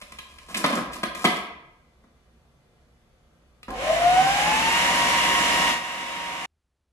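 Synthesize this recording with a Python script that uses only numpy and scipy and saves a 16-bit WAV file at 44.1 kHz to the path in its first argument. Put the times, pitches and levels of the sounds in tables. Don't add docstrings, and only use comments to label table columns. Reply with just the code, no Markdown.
import sys
import numpy as np
from scipy import signal
from scipy.fft import rfft, irfft
from scipy.io import wavfile
from scipy.ndimage import uniform_filter1d

SR = 44100
rng = np.random.default_rng(int(sys.argv[2]) if len(sys.argv) > 2 else 0)


def to_wav(s):
    ch = np.atleast_2d(s).T
    pcm = np.round(np.clip(ch, -1, 1) * 32767)
    wavfile.write(sys.argv[1], SR, pcm.astype(np.int16))


N = 305436
TIME = np.arange(N) / SR
MOTOR_ON_S, STOP_S = 3.68, 6.458
FAN_BLADES = 5
FULL_HZ = 950

# frequency in Hz, width in Hz, relative level in dB.
LID_RINGING = [(216, 95, 8), (270, 38, -7), (573, 170, -7), (700, 83, -8.5), (1036, 70, 7.5),
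               (1215, 52, -1.5), (1632, 43, 1.5), (2070, 180, -5.5), (2410, 80, 0.5), (3090, 540, -14.5),
               (4400, 1500, -18), (5370, 670, -14.5), (7080, 220, -17.5), (10430, 3800, -13.5)]
# frequency in Hz, width in Hz, relative level in dB.
HOUSING_RINGING = [(546, 21, -7), (740, 54, -4.5), (1042, 11, -9), (2200, 150, -8), (2710, 120, -23),
                   (3760, 110, 2.5), (5680, 150, -5), (6720, 200, -7.5)]


def undb(db):
    return 10 ** (np.asarray(db) / 20)


def unit(x):
    return x / np.sqrt(np.mean(x ** 2) + 1e-20)


def ramp(start_s, length_s):
    return np.clip((TIME - start_s) / length_s, 0, 1)


def on_log(hz, points):
    point_hz, value = np.transpose(points)
    return np.interp(np.log(hz + 1), np.log(point_hz), value)


def colour(x, spectrum):
    hz = np.fft.rfftfreq(N, 1 / SR) + 1
    low_skirt = 1 / (1 + (spectrum[0][0] / hz) ** 12)
    high_skirt = 1 / (1 + (hz / spectrum[-1][0]) ** 24)
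    gain = undb(on_log(hz, spectrum)) * low_skirt * high_skirt
    return unit(irfft(rfft(x) * gain, N))


def band(x, lo_hz, hi_hz, order=3):
    edges_hz = [lo_hz, min(hi_hz, .45 * SR)]
    return signal.sosfilt(signal.butter(order, edges_hz, "band", fs=SR, output="sos"), x)


def ring(x, modes):
    total = 0
    for hz, width, db in modes:
        total = total + undb(db) * signal.lfilter(*signal.iirpeak(hz, hz / width, SR), x)
    return total


def walk(rate):
    hold = int(SR / rate)
    steps = np.repeat(rng.standard_normal(N // hold + 1), hold)
    smooth = uniform_filter1d(uniform_filter1d(steps, hold), hold)
    return 1.3 * smooth[:N]


def grains(per_s, spread_db):
    chance, size, push = rng.random(N), rng.exponential(size=N), rng.standard_normal(N)
    strength = undb(spread_db * np.minimum(size, 4))
    return (chance < per_s / SR) * np.sign(push) * strength


def pan(left_db):
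    return undb(np.array([[.5], [-.5]]) * left_db)


def direct(x):
    return np.array([x, np.r_[np.zeros(6), x[:-6]]])


def echoes(x):
    # frequency in Hz, time to fall by 60 dB in seconds.
    ring_times = [(150, 0.43), (600, .8), (2500, .75), (5500, 0.45), (11000, 0.3)]
    t, hz = TIME[:SR], np.fft.rfftfreq(SR, 1 / SR)
    alike = .92 * np.sinc(hz / 1600)
    mid, side = rfft(rng.standard_normal((2, SR)))
    field = mid * np.sqrt(1 + alike) + np.array([[1], [-1]]) * side * np.sqrt(1 - alike)
    centres = np.geomspace(125, 16000, 8)
    tail = 0
    for centre, share in zip(centres, np.eye(len(centres))):
        part = irfft(field * on_log(hz, np.c_[centres, share]), SR)
        tail = tail + part * np.exp(-np.log(1000) * t / on_log(centre, ring_times))
    tail = tail * np.clip((t - .003) / 0.0044, 0, 1)
    return signal.fftconvolve(x[None], unit(tail) / np.sqrt(SR), axes=1)[:, :N]


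def room(x, wet_db):
    return (direct(x) + undb(wet_db) * echoes(x)) / np.hypot(1, undb(wet_db))


def kitchen():
    # frequency in Hz, relative level in dB per Hz.
    room_noise = [(53, -33.5), (90, -4), (138, -2), (175, -7), (292, -10), (362, -12.5), (605, -13),
                  (834, -18.5), (969, -20), (10200, -34), (15000, -36.5)]
    drone_spectrum = [(22, -8), (45, -14.5), (55, 0), (63, -2.0), (72, -7), (95, -16.0)]
    noise = colour(room(rng.standard_normal(N), wet_db=13.5), room_noise)
    drone = colour(room(rng.standard_normal(N), wet_db=0), drone_spectrum)
    drone_db = np.interp(TIME, [1.2, 1.8], [-56, -63])
    return undb(-62.2) * noise + undb(drone_db) * drone


def slide():
    # start in seconds, length in seconds,
    # level in dB, groan of the bowl in dB against that level.
    pushes = [(-0.05, 0.57, -60, -7), (0.479, 0.06, -52, -5), (0.538, 0.13, -39.5, -1),
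              (0.679, 0.11, -36, 4), (0.907, 0.07, -51, -8.5), (1.151, 0.22, -43, -5)]
    attack_s, release_s = 0.02, 0.03
    slips = grains(per_s=1100, spread_db=3)
    rung = ring(slips, LID_RINGING) + undb(-15.5) * slips
    groan = unit(band(rung, 150, 400))
    rub = unit(band(rung, 450, 1500))
    scratch = unit(band(rung, 1800, 12000))
    scrape = 0
    for start_s, length_s, level_db, groan_db in pushes:
        release = np.exp(-np.maximum(TIME - start_s - length_s, 0) / release_s)
        push = ramp(start_s, attack_s) * release
        mix = rub + undb(-2.5 - .7 * groan_db) * scratch + undb(groan_db) * groan
        scrape = scrape + undb(level_db) * push * mix
    return room(scrape, wet_db=-2.5)


def knocks():
    # start in seconds, level in dB, hardness in dB,
    # click against the level in dB, length of the chatter in seconds.
    knock_list = [(0.014, -42.5, 4, -3, 0.014), (0.12, -43.5, 4, -1.5, 0.007), (0.186, -40, 9, -3, 0.0084),
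                  (0.384, -49.5, 12, -2, 0.0081), (0.485, -45.5, -2.5, -5, 0.04),
                  (0.544, -30.5, 11.5, -4, 0.013), (0.569, -34, -0.5, 5.5, 0.016),
                  (0.641, -19, -1.5, -15, 0.013), (0.66, -35.5, -6, 4.5, 0.0092),
                  (0.696, -33, -8, -15, 0.016), (0.729, -28.5, -3, -16.5, 0.013), (0.753, -39, 1, 6, 0.009),
                  (0.771, -33, -11, -13, 0.018), (0.932, -40.5, 7, 2, 0.016),
                  (0.957, -42.5, -8, -1.5, 0.014), (1.032, -24.5, -2, -9.5, 0.0098),
                  (1.149, -36.5, 2.5, -2.5, 0.0097), (1.242, -22.5, -7.5, -8, 0.014),
                  (1.249, -16.5, 2, -11.5, 0.012), (2.038, -64.5, -14, -12, 0.011),
                  (3.63, -46.5, 8, -4, 0.0066), (3.681, -42, -10, -16, 0.016),
                  (3.703, -39, -3.5, -7, 0.0085)]
    edges_hz = [160, 440, 1850, 4000, 12300]
    thud_db, room_db = -5.5, -3
    bounce_spread_db = 2
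    out, t = np.zeros(N + SR), TIME[:SR // 4]
    for start_s, level_db, hard_db, click_db, length_s in knock_list:
        strength = undb(bounce_spread_db * rng.standard_normal(len(t)))
        bounces = rng.standard_normal(len(t)) * strength
        contact = bounces * np.exp(-(t / max(length_s, .002)) ** 4)
        rung = ring(contact, LID_RINGING) + undb(-12) * contact
        shape_db = [thud_db - hard_db, -hard_db / 2, hard_db / 2, click_db]
        for lo_hz, hi_hz, db in zip(edges_hz, edges_hz[1:], shape_db):
            part = band(rung, lo_hz, hi_hz)
            loudest = np.sqrt(uniform_filter1d(part ** 2, SR // 100).max())
            out[int(start_s * SR):][:len(t)] += undb(level_db + db) * part / loudest
    return direct(out[:N]) + undb(room_db) * echoes(out[:N])


def blade_rate(running_s):
    start_hz, climb_hz_per_s = 574, 339
    kick_hz, kick_s, knee_hz = 115, 0.15, 9
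    kick = kick_hz * np.exp(-(running_s / kick_s) ** 3)
    climb = start_hz + climb_hz_per_s * running_s - kick
    levelled = FULL_HZ - knee_hz * np.logaddexp(0, (FULL_HZ - climb) / knee_hz)
    sag_hz = 8 * ramp(5.95, 0.25)
    return levelled - sag_hz


def shaft_angle(blade_hz):
    wobble = 1 + 0.00028 * walk(25) + 0.0022 * walk(4)
    return 2 * np.pi * np.cumsum(blade_hz * wobble) / SR / FAN_BLADES


def fan_whine(shaft, blade_hz, running_s):
    # frequency in Hz, width in Hz, level in dB,
    # left minus right in dB.
    sweep_modes = [(643.6, 18, -18.5, 2), (710, 46, -16.5, 3.5), (751, 27, -15.5, -5), (800, 40, -31, 6)]
    full_db, growth_db = -27.5, 35.5
    speed = blade_hz / FULL_HZ
    flutter_start, flutter_steady, settle_s = 1, 0.084, 0.3
    unsettled = np.exp(-(running_s / settle_s) ** 2)
    flutter = np.clip(flutter_steady + (flutter_start - flutter_steady) * unsettled, 0, 1)
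    eddies = (walk(130) + 1j * walk(130)) / np.sqrt(2)
    shaken = np.sqrt(1 - flutter ** 2) + flutter * eddies
    note = np.sqrt(2) * np.real(shaken * np.exp(1j * FAN_BLADES * shaft))
    drift = pan(np.interp(TIME, [5.0, 5.4], [5, -2.5]))
    power = (undb(full_db + growth_db * np.log10(speed) + 1.1 * walk(6)) * drift) ** 2
    for hz, width, db, left_db in sweep_modes:
        power = power + (undb(db) * pan(left_db) / (1 + (2 * (blade_hz - hz) / width) ** 2)) ** 2
    trail = undb(np.interp(speed, [0.95, 1], [-10, -23]))
    return direct(note) * np.sqrt(power) + echoes(note * trail * np.sqrt(power.mean(axis=0)))


def drive_tones(shaft, speed):
    # multiple of the shaft rate, relative level in dB.
    orders = [(3.68, -19.5), (3.94, -16), (5.51, -24.5), (5.7, -10), (6, -21.5), (9.95, -18.5), (10, -7.5),
              (10.6, -16.5), (10.78, -13.5), (11.06, -18), (11.74, -25), (12, -14.5), (14, -16.5),
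              (14.82, -13.5), (15, -10), (16, -29.5), (18, -18.5), (20, -19), (30, -27)]
    tones = 0
    for multiple, db in orders:
        lead = np.array([[.5], [-.5]]) * min(multiple / 6, 1.3)
        growth = speed ** (3.2 if multiple % FAN_BLADES == 0 else 8.7)
        tone = np.sin(multiple * shaft + 0.43 * walk(14) + lead)
        tones = tones + growth * undb(db + 2.9 * walk(8.3)) * tone
    return undb(-23) * tones


def churning_air(shaft):
    # frequency in Hz, left minus right in dB.
    balance = [(60, -3), (110, -1), (200, -1), (380, 2), (700, -0.5), (1290, -4.5), (2380, 0), (4400, 2),
               (8120, -3.5), (15000, 5.5)]
    air = rng.standard_normal(N) * (1 + 0.46 * np.sin(FAN_BLADES * shaft))
    rattle = grains(per_s=3000, spread_db=1.0) * (1 + 1.1 * np.sin(shaft))
    unsteady = undb(.8 * walk(35) + .7 * walk(150))
    churn = room((unit(air) + undb(-9) * unit(rattle)) * unsteady, wet_db=3.0)
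    churn = unit(churn) + undb(-2) * rng.standard_normal((2, N))
    left_db = on_log(np.fft.rfftfreq(N, 1 / SR), balance)
    return irfft(rfft(churn) * pan(left_db), N)


def air_rush(churn, decades):
    # frequency in Hz, relative level in dB.
    rush_spectrum = [(250, -51), (430, -30), (540, -11.5), (646, -11), (720, -9), (836, -14.5), (932, -9),
                     (999, -7.5), (1110, -5.5), (1370, -12.5), (1940, -7.5), (2540, -9), (2800, -9),
                     (3030, -9.5), (4600, -29.5), (5980, -33.5), (10100, -120)]
    full_db, growth_db = -22.5, 40.5
    rush = colour(churn + 0.74 * ring(churn, HOUSING_RINGING), rush_spectrum)
    return undb(full_db + growth_db * decades) * rush


def vent_hiss(churn, decades):
    # frequency in Hz, relative level in dB per Hz.
    hiss_spectrum = [(2470, -23.5), (4200, -3.5), (5800, 0), (6260, -1.5), (7370, 0), (8360, -5),
                     (11000, -3.5), (11700, -8), (12700, -11.5), (14400, -16.5), (15500, -26.5)]
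    full_db, growth_db = -31.5, 53.5
    return undb(full_db + growth_db * decades) * colour(churn, hiss_spectrum)


def starting_strain(churn):
    strain_db = np.interp(TIME, [3.68, 3.88, 4.5], [-38, -32, -50])
    return undb(strain_db) * unit(ring(churn, HOUSING_RINGING[:3]))


def base_rumble(shaft, decades):
    # frequency in Hz, relative level in dB per Hz.
    rumble_spectrum = [(110, -16), (145, 3.5), (195, -3.5), (240, 0), (310, 0.5), (410, -9), (480, -5),
                       (620, -30)]
    full_db, growth_db = -36, 37
    uneven = rng.standard_normal(N) * undb(1.5 * walk(20))
    rumble = colour(room(uneven, wet_db=0.5), rumble_spectrum)
    imbalance = ring(np.sin(shaft), [(150, 20, 1)])
    return undb(full_db + growth_db * decades) * (rumble + imbalance)


def mains_hum(shaft, speed):
    mains = 2 * np.pi * 50 * TIME
    slow_drive = undb(-14.5 + 2 * walk(5.5)) * np.sin(0.36 * shaft)
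    hum = undb(-8.5) * np.sin(mains) + undb(-17) * np.sin(2 * mains) + slow_drive
    return undb(-37.5) * hum * pan(-4.5) / speed ** 0.6


def quieter(db):
    return undb(db * ramp(5.7, 0.11))


def motor():
    running_s = np.maximum(TIME - MOTOR_ON_S, 0)
    blade_hz = blade_rate(running_s)
    speed = blade_hz / FULL_HZ
    decades = np.log10(speed)
    shaft = shaft_angle(blade_hz)
    airflow = 1 - np.exp(-(running_s / 0.1) ** 2)
    churn = churning_air(shaft)
    whine = fan_whine(shaft, blade_hz, running_s)
    moving = whine + air_rush(churn, decades) + drive_tones(shaft, speed)
    middle = airflow * moving + starting_strain(churn)
    edges = airflow * vent_hiss(churn, decades) + base_rumble(shaft, decades) + mains_hum(shaft, speed)
    return ramp(MOTOR_ON_S, 0.0043) * (middle + quieter(-2.5) * edges)


def scene():
    drone_spectrum = [(25, -18), (55, -12.5), (72, -1.0), (100, -19), (600, -30), (12000, -47)]
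    sounding = np.clip((STOP_S - TIME) / .006 + .5, 0, 1)
    sources = kitchen() + slide() + knocks() + motor()
    drone = undb(-75.5) * colour(rng.standard_normal(N), drone_spectrum)
    return sounding * quieter(-11) * sources + (1 - sounding) * drone


def record(dry):
    top_hz = 15000
    rounded = dry / (1 + (dry / .58) ** 4) ** .25
    hz = np.fft.rfftfreq(N, 1 / SR)
    dull = irfft(rfft(rounded) * undb(np.interp(hz, [11500, 12800], [0, -5])), N)
    return signal.sosfilt(signal.ellip(8, .2, 70, top_hz, fs=SR, output="sos"), dull)


dry = scene()
out = record(dry)
to_wav(out)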